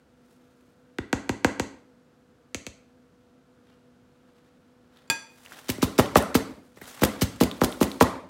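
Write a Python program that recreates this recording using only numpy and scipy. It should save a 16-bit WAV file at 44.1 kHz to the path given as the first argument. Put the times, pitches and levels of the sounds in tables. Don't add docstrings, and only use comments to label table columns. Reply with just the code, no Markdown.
import sys
import numpy as np
from scipy import signal
from scipy.fft import rfft, irfft, next_fast_len
from scipy.io import wavfile
from scipy.ndimage import uniform_filter1d

SR = 44100
rng = np.random.default_rng(int(sys.argv[2]) if len(sys.argv) > 2 else 0)


def volts_from_decibels(level):
    exponent = np.asarray(level, float) / 20
    return 10 ** exponent


def bounce(signal):
    frames = np.transpose(np.atleast_2d(signal))
    limited = np.clip(frames, -1, 1)
    pcm = np.round(limited * 32767).astype(np.int16)
    wavfile.write(sys.argv[1], SR, pcm)


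N = 365588
M = next_fast_len(N)
HZ = np.arange(M // 2 + 1) * SR / M


# (time [s], body peak level [dB], plate level [dB], tick level [dB], hardness [dB per octave])
RIM_TAPS = [
    (0.985, -19.5, -18, -32, 10.5),
    (1.1285, -13.5, -10, -12.5, 2),
    (1.293, -14.5, -14, -15.5, 6.5),
    (1.4456, -11, -4.5, -10, 1),
    (1.5969, -16, -14, -12, 2.5),
]
BLADE_PATS = [
    (2.5455, -27.5, -24, -14, 0),
    (2.666, -32.5, -30, -20, 0),
]
# (frequency [Hz], level [dB], t60 [s])
HELD_BODY_MODES = [(273, 1, .035), (345, 2, 0.025), (386.6, -5, 0.026)]
# (frequency [Hz], level [dB], t60 [s])
RIM_MODES = [(503, -0.5, 0.036), (640, -4, .015), (775, 0.5, 0.016), (920, -2, .015), (1094, -9.5, 0.011),
             (1300, -11, .012), (1570, 1, .014), (1970, -1, .011), (2300, -13, .01), (2750, -20, .008),
             (3350, -24, .007)]
# (frequency [Hz], level [dB], t60 [s])
BLADE_MODES = [(505, -3, .025), (640, -5, .02), (1300, -12, .008), (2300, 0, .009), (2650, 0, .009),
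               (3150, -2, .007), (3600, -4, .008)]


def spatula_on_tin():
    taps, contacts = blows(tap_blows(RIM_TAPS), HELD_BODY_MODES, RIM_MODES, thud_db=3.5, body_db=5,
                           knock_db=6.5, tick_db=3.0, small_hz=215, spread=0.012)
    pats, touches = blows(tap_blows(BLADE_PATS), HELD_BODY_MODES, BLADE_MODES, thud_db=3.5, body_db=4.5,
                          knock_db=6, tick_db=4.0, small_hz=200, spread=0.01)
    return bending(taps + pats) + tin_wall(contacts + touches)


def tap_blows(table):
    return [(s, body, -15.5 + 0.75 * body, plate, tick, hard) for s, body, plate, tick, hard in table]


# (time [s], body peak level [dB], thud level [dB], plate level [dB], paper level [dB])
LANDINGS = [(5.69, -17.5, -22.5, -30, -23), (5.826, -8.5, -17, -13, -17), (5.986, -4.5, -13, -13, -16),
            (6.156, -19, -13.5, 1.5, -23.5), (6.35, -6.5, -18.5, -11, -14.5),
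            (7.018, -13, -14.5, -18, -25.5), (7.217, -10.5, -12, -21.5, -15), (7.409, -6, -20, -11, -18.5),
            (7.615, -9.5, -17, -6.5, -27.5), (7.811, -6.5, -21, -14.5, -23), (8.009, -20, -14, 1, -18)]
# (time [s], body peak level [dB], plate level [dB])
ROCKS = [(5.698, -28.5, -42), (5.781, -26.5, -50), (5.994, -18, -3.5), (6.169, -9, -32),
         (6.181, -29.5, -31.5), (6.507, -34, -39.5), (6.77, -41.5, -47), (6.815, -34.5, -44),
         (7.032, -9.5, -7.5), (7.051, -21, -30), (7.426, -12, -22), (7.438, -18.5, -26),
         (7.636, -11.5, -14.5), (7.825, -13, -15), (8.02, -8.5, -15)]
# (frequency [Hz], level [dB], t60 [s])
BODY_MODES = [(197, -10, 0.11), (258.6, -1, 0.054), (326, -1.5, 0.023), (377, -1.5, 0.02)]
# (frequency [Hz], level [dB], t60 [s])
BASE_MODES = [(493, -0.5, 0.085), (593.8, 6, 0.024), (794, 0.5, 0.036), (990, -3, 0.023),
              (1110, 0.5, 0.015), (1277, -5.5, 0.0297), (1587, -17, 0.042), (1814, -23, 0.047)]


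def tin_on_worktop():
    rows = []
    for s, body, thud, plate, _ in LANDINGS:
        rows.append((s, body, thud, plate, plate, slap_hardness(body, plate)))
    for s, body, plate in ROCKS:
        rows.append((s, body, body - 11, plate, plate - 5, slap_hardness(body, plate)))
    knocks, _ = blows(rows, BODY_MODES, BASE_MODES, thud_db=-0.85, body_db=5.5, knock_db=5.0,
                      tick_db=-9.5, small_hz=196, spread=0.032)
    return bending(knocks)


def slap_hardness(body, plate):
    return 0.5 + 0.21 * (plate - body)


# (frequency [Hz], level [dB], t60 [s])
THUD_MODES = [(64, -20, .05), (85, 1.5, 0.075), (110, 3, 0.072)]
# (frequency [Hz], level [dB], t60 [s])
TICK_MODES = [(2630, -3, .007), (3200, -6, .006), (4150, -3, .007), (4680, -3.5, .007), (5600, -10.5, .008),
              (6050, -3, .012), (6600, -5, .012), (7600, -3.5, .01), (8500, -11, .007),
              (10500, -12, 0.0047)]


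def blows(table, body_modes, plate, thud_db, body_db, knock_db, tick_db, small_hz, spread):
    thuds, tin, ticks, contacts = np.zeros((4, N))
    for s, body, thud, knock, tick, hard_db in table:
        add(thuds, s, volts_from_decibels(thud + thud_db) * ring(THUD_MODES, scatter_db=3.5, detune=0.04))
        add(tin, s, volts_from_decibels(body + body_db) * ring(body_modes, scatter_db=4.5, detune=0.03))
        add(tin, s, volts_from_decibels(knock + knock_db) * ring(harder(plate, hard_db), scatter_db=3.0, detune=spread))
        click = ring(TICK_MODES, scatter_db=1.5, detune=spread) + 0.074 * burst(0.0053)
        add(ticks, s, volts_from_decibels(tick + tick_db) * click)
        rebound = ring(TICK_MODES[:2], scatter_db=0.0, detune=0.043)
        add(ticks, s + 0.0075, volts_from_decibels(tick + tick_db - 16.0) * rebound)
        add(contacts, s, volts_from_decibels(tick) * np.ones(1))
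    tin = signal.sosfilt(signal.butter(4, small_hz, "high", fs=SR, output="sos"), tin)
    ticks = signal.sosfilt(signal.butter(1, 9000, fs=SR, output="sos"), ticks)
    return thuds + tin + ticks, contacts


def bending(x):
    late_s = 0.01598 / (1 + (HZ / 125) ** 4.93) + 0.003597 / (1 + (HZ / 1500) ** 1.8)
    phase = 2 * np.pi * np.cumsum(late_s) * SR / M
    return irfft(rfft(x, M) * np.exp(-1j * phase), M)[:N]


# (frequency [Hz], width [Hz], level [dB])
WALL_MODES = [(2500, 410, 1), (4000, 450, -5), (5180, 900, -10.5), (6340, 1060, 6), (7400, 1300, -1)]


def tin_wall(contacts):
    level_db, t60_s = -30, 0.25
    t = np.arange(SR // 2) / SR
    gain = sum(volts_from_decibels(db) * hump(hz, width) ** 2 for hz, width, db in WALL_MODES)
    shimmer = noise(gain)[:len(t)] * np.exp(-np.log(1000) * t / t60_s)
    return volts_from_decibels(level_db) * signal.fftconvolve(contacts, shimmer)[:N]


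# (time [s], peak level [dB])
BOWL_HITS = [
    (5.078, -48),
    (5.1, -3.5),
    (5.103, -12.5),
    (5.112, -27),
]
# (frequency [Hz], level [dB], t60 [s])
BOWL_MODES = [(300.8, -14, 0.26), (914, -8, 0.15), (1626, -5.5, .21), (2492, 0, 0.2), (2500, -0.5, 0.014),
              (3450, -3, 0.077), (4570, -11, 0.19), (4680, 6, 0.016), (5940, -17, 0.37), (7210, 6.5, .017),
              (7380, -11.5, 0.117), (8910, -2.5, 0.019), (9140, -22, .15), (10460, -5.5, 0.016)]


def bowl():
    out = np.zeros(N)
    for s, db in BOWL_HITS:
        scuff = signal.lfilter([0.3], [1, -0.75], burst(0.012))
        handle = ring([(160, -2, 0.07), (265, -0.5, 0.05), (386, -2, 0.04)], scatter_db=1, detune=0.011)
        add(out, s, volts_from_decibels(db - 12.0) * scuff)
        add(out, s + 0.0042, volts_from_decibels(db - 20.5) * handle)
        add(out, s, volts_from_decibels(db) * ring(BOWL_MODES, scatter_db=1.1, detune=0.0004, size=20000))
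    return signal.sosfilt(signal.butter(2, 120, "high", fs=SR, output="sos"), out)


def paper():
    return crunching() + creaking() + sliding()


# (time [s], peak level [dB])
SNAPS = [(5.699, -13.5), (5.718, -30.5), (5.838, -23), (5.996, -13.5), (6.167, -11), (6.173, -12),
         (6.181, -17.5), (7.035, -8.5), (7.048, -13.5), (7.225, -24), (7.424, -24), (7.434, -16),
         (7.636, -16), (7.643, -13), (7.821, -21.5), (7.828, -15.5), (7.839, -23.5), (8.023, -12.5)]


def crunching():
    rows = []  # (s, dB, brightness dB, fade s)
    for s, *_, db in LANDINGS:
        rows.append((s - 0.0065, db - 6.5, -5.5, 0.014))
        rows.append((s, db, 1.1, 0.011))
    rows += [(s, db, 2.5, 0.0043) for s, db in SNAPS]
    dull, bright = np.zeros((2, N))
    for s, db, bright_db, fade_s in rows:
        cracks = burst(fade_s)
        add(dull, s, volts_from_decibels(db + 1.3) * cracks)
        add(bright, s, volts_from_decibels(db + bright_db - 5.0) * cracks)
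    dull = signal.sosfilt(signal.butter(2, [1500, 7500], "band", fs=SR, output="sos"), dull)
    bright = signal.sosfilt(signal.butter(2, [5500, 15000], "band", fs=SR, output="sos"), bright)
    return dull + bright


# (time [s], peak level [dB], frequency [Hz], t60 [s])
SQUEAKS = [
    (3.69, -62, 3230, 0.032),
    (3.72, -62, 2850, 0.11),
    (6.774, -47, 1860, 0.051),
    (6.775, -56, 12500, 0.0116),
    (6.815, -35, 1950, 0.053),
    (6.814, -41, 13100, 0.027),
]
# (time [s], peak level [dB], frequency [Hz])
CREAKS = [(4.9716, -41, 3620), (5.4615, -30.5, 2830), (5.473, -38, 1950), (5.521, -28, 1700),
          (5.5877, -35.5, 1830), (5.6366, -48, 1620), (5.816, -28, 2180), (6.059, -23, 3530),
          (6.121, -40, 9040), (6.203, -34, 13200), (6.2253, -19, 10000), (6.7605, -45.5, 5960),
          (6.776, -42.5, 12370), (6.8162, -31, 1870), (6.856, -34, 3580), (7.361, -35.5, 7900),
          (7.5138, -18, 3540), (7.694, -33, 9000), (7.7186, -26, 10000), (7.7251, -22, 3700),
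          (7.739, -34, 9000), (7.9162, -20, 4000)]


def creaking():
    out = np.zeros(N)
    for s, db, hz, t60 in SQUEAKS:
        add(out, s, volts_from_decibels(db) * ring([(hz, 0, t60), (1.1 * hz, -4, t60)], scatter_db=2, detune=0.003))
    for s, db, hz in CREAKS:
        t60 = 21 / hz
        tone = ring([(hz, 0, t60), (0.89 * hz, -6, t60)], scatter_db=3.5, detune=0.01)
        add(out, s, volts_from_decibels(db) * (0.87 * tone + 0.11 * burst(0.0033)))
    return out


# (peak time [s], scrape level [dB], hiss against scrape [dB],
# time to rise 20 dB [s], time to fade 20 dB [s]); only the size of the last two counts
SLIDES = [(0.244, -73, -13, .08, -0.6), (0.332, -68, -5, -0.1, -0.06), (0.684, -71, -7, -1, 0.3),
          (3.69, -61, -29, 0.15, 0.19), (4.37, -65, -19, -0.6, -1), (4.972, -53.5, -21.5, 0.09, 0.2),
          (5.45, -52, -6, 0.21, -1.7), (5.529, -40, -17, .04, .1), (5.585, -46, -12, .04, .03),
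          (5.68, -45.5, -25, -0.02, 0.65), (6.775, -56, -10, .012, .06), (6.818, -48, -6, .012, .12),
          (6.876, -44, -4, .04, .22), (7.01, -42, -27, 0.16, 1.1)]
# (time [s], level [dB])
RUSTLE = [
    (5.7, -70),
    (5.9, -64),
    (6.52, -74),
    (6.59, -88),
    (6.88, -88),
    (6.98, -68),
    (7.5, -56.5),
    (7.9, -49),
    (8.16, -73),
]


def sliding():
    grain = volts_from_decibels(55 * uniform_filter1d(rng.standard_normal(N), size=300))
    hiss = unit(grain * noise(HZ / (HZ + 3500) * hump(5000, 8400)))
    scrape = unit(grain * noise(hump(1500, 900) + 0.94 * hump(680, 500) + 0.5 * hump(3400, 1000)))
    out = volts_from_decibels(-4.0) * curve(RUSTLE) * hiss
    for s, db, hiss_db, rise_s, fade_s in SLIDES:
        out = out + swell(s, db, rise_s, fade_s) * (volts_from_decibels(hiss_db) * hiss + volts_from_decibels(-6.5) * scrape)
    return out


# (frequency [Hz], t60 [s])
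ROOM_T60 = [(60, 0.54), (250, 0.55), (1000, 0.5), (3000, 0.48), (8000, 0.38), (14000, .2)]
# (frequency [Hz], level [dB])
ROOM_LEVEL = [(60, -16), (150, -15.5), (300, -9.5), (1000, -8.5), (3000, -12.5), (8000, -10.5),
              (14000, -16.5)]


def room(x, steady):
    face_s, face_hz, flutter_hz = 0.011, 300, 250
    t = np.arange(SR) / SR
    echoes = 0
    for hz in 62.5 * 2.0 ** np.arange(9):
        band = noise(np.exp(-2 * np.log2(np.maximum(HZ, 1) / hz) ** 2))[:SR]
        band = band * np.exp(-np.log(1000) * t / on_log(ROOM_T60, hz)) * (1 - np.exp(-t / 0.002))
        share = np.sqrt(min(2 * hz / SR, 0.3) / np.sum(band ** 2))
        echoes = echoes + volts_from_decibels(on_log(ROOM_LEVEL, hz)) * band * share
    size = next_fast_len(N + SR)
    low = signal.sosfilt(signal.butter(2, face_hz, fs=SR, output="sos"), x)
    high = signal.sosfilt(signal.butter(2, face_hz, "high", fs=SR, output="sos"), x)
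    high = signal.hilbert(high, M)[:N]
    wall = t // face_s % 8
    flutter = np.exp(1j * wandering_phase(flutter_hz))
    out = rfft(low + steady, size) * rfft(echoes, size)
    for k in range(8):
        face = np.real(high * np.roll(flutter, k * SR // 2))
        out = out + rfft(face, size) * rfft(echoes * (wall == k), size)
    return irfft(out, size)[:N]


# (frequency [Hz], level [dB per Hz])
AIR = [(25, -24), (45, -11.5), (100, -13), (170, -10.5), (250, -11), (400, -15.5), (650, -21.5),
       (1000, -24.5), (1500, -23.5), (1900, -30.5), (4500, -36.5), (8000, -42), (16000, -51.5)]
# (frequency [Hz], width [Hz], rms level [dB])
FRIDGE = [(146.6, 8, -75), (250.3, 3.4, -63), (492, 6.6, -66), (690, 12, -77.5), (1350, 30, -80.5)]


def kitchen():
    t = np.arange(N) / SR
    hum = 0
    for hz, width, db in FRIDGE:
        tone = np.cos(2 * np.pi * hz * t + wandering_phase(width))
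        hum = hum + volts_from_decibels(db) * (1.26 * tone + 0.35 * noise(hump(hz, 5 * width) ** 2))
    return volts_from_decibels(-62.0) * noise(volts_from_decibels(on_log(AIR, HZ))) + hum


def ring(modes, scatter_db, detune, size=4096):
    t = np.arange(size) / SR
    hz, db, t60 = np.transpose(modes)[:, :, None]
    luck = rng.standard_normal((2, len(modes), 1))
    phase = 2 * np.pi * hz * (1 + detune * luck[0]) * t
    decay = np.exp(-np.log(1000) * t / t60)
    x = np.sum(volts_from_decibels(db + scatter_db * luck[1]) * decay * np.sin(phase), axis=0)
    return x / np.max(np.abs(x))


def harder(modes, hard_db):
    return [(hz, db + hard_db * np.log2(hz / 800), t60) for hz, db, t60 in modes]


def burst(fade_s):
    t = np.arange(4096) / SR
    cracks = rng.standard_normal(len(t)) * volts_from_decibels(0.74 * rng.exponential(size=len(t)))
    return unit(cracks) * np.exp(-t / fade_s) * (1 - np.exp(-t / 0.00062))


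def noise(gain):
    spectrum = rng.standard_normal(len(HZ)) + 1j * rng.standard_normal(len(HZ))
    return unit(irfft(spectrum * gain, M)[:N])


def hump(hz, width):
    return 1 / np.sqrt(1 + (2 * (HZ - hz) / width) ** 2)


def wandering_phase(width_hz):
    return np.cumsum(rng.standard_normal(N)) * np.sqrt(2 * np.pi * width_hz / SR)


def swell(s, db, rise_s, fade_s):
    t = np.arange(N) / SR - s
    return volts_from_decibels(db - 20 * np.maximum(-t / abs(rise_s), t / abs(fade_s)))


def curve(table):
    s, db = np.transpose(table)
    return volts_from_decibels(np.interp(np.arange(N) / SR, s, db, left=-120, right=-120))


def on_log(table, hz):
    f, v = np.transpose(table)
    return np.interp(np.log(np.maximum(hz, 1)), np.log(f), v)


def unit(x):
    return x / np.sqrt(np.mean(x ** 2))


def add(out, s, x):
    i = int(round(s * SR))
    out[i:i + len(x)] += x[:N - i]


def scene():
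    rattling = tin_on_worktop() + paper()
    steady = spatula_on_tin() + bowl()
    return (rattling + steady + room(rattling, steady) + kitchen())[None]


def band_limit(x):
    return signal.sosfilt(signal.butter(12, 16970, fs=SR, output="sos"), x)


def record(dry):
    x = signal.sosfilt(signal.butter(4, 56, "high", fs=SR, output="sos"), dry)
    x = signal.sosfilt(signal.ellip(8, 0.2, 60, 15800, fs=SR, output="sos"), x)
    mix = 1.61 * np.tanh(x / 1.682)
    return band_limit(mix)


dry = scene()
out = record(dry)
bounce(out)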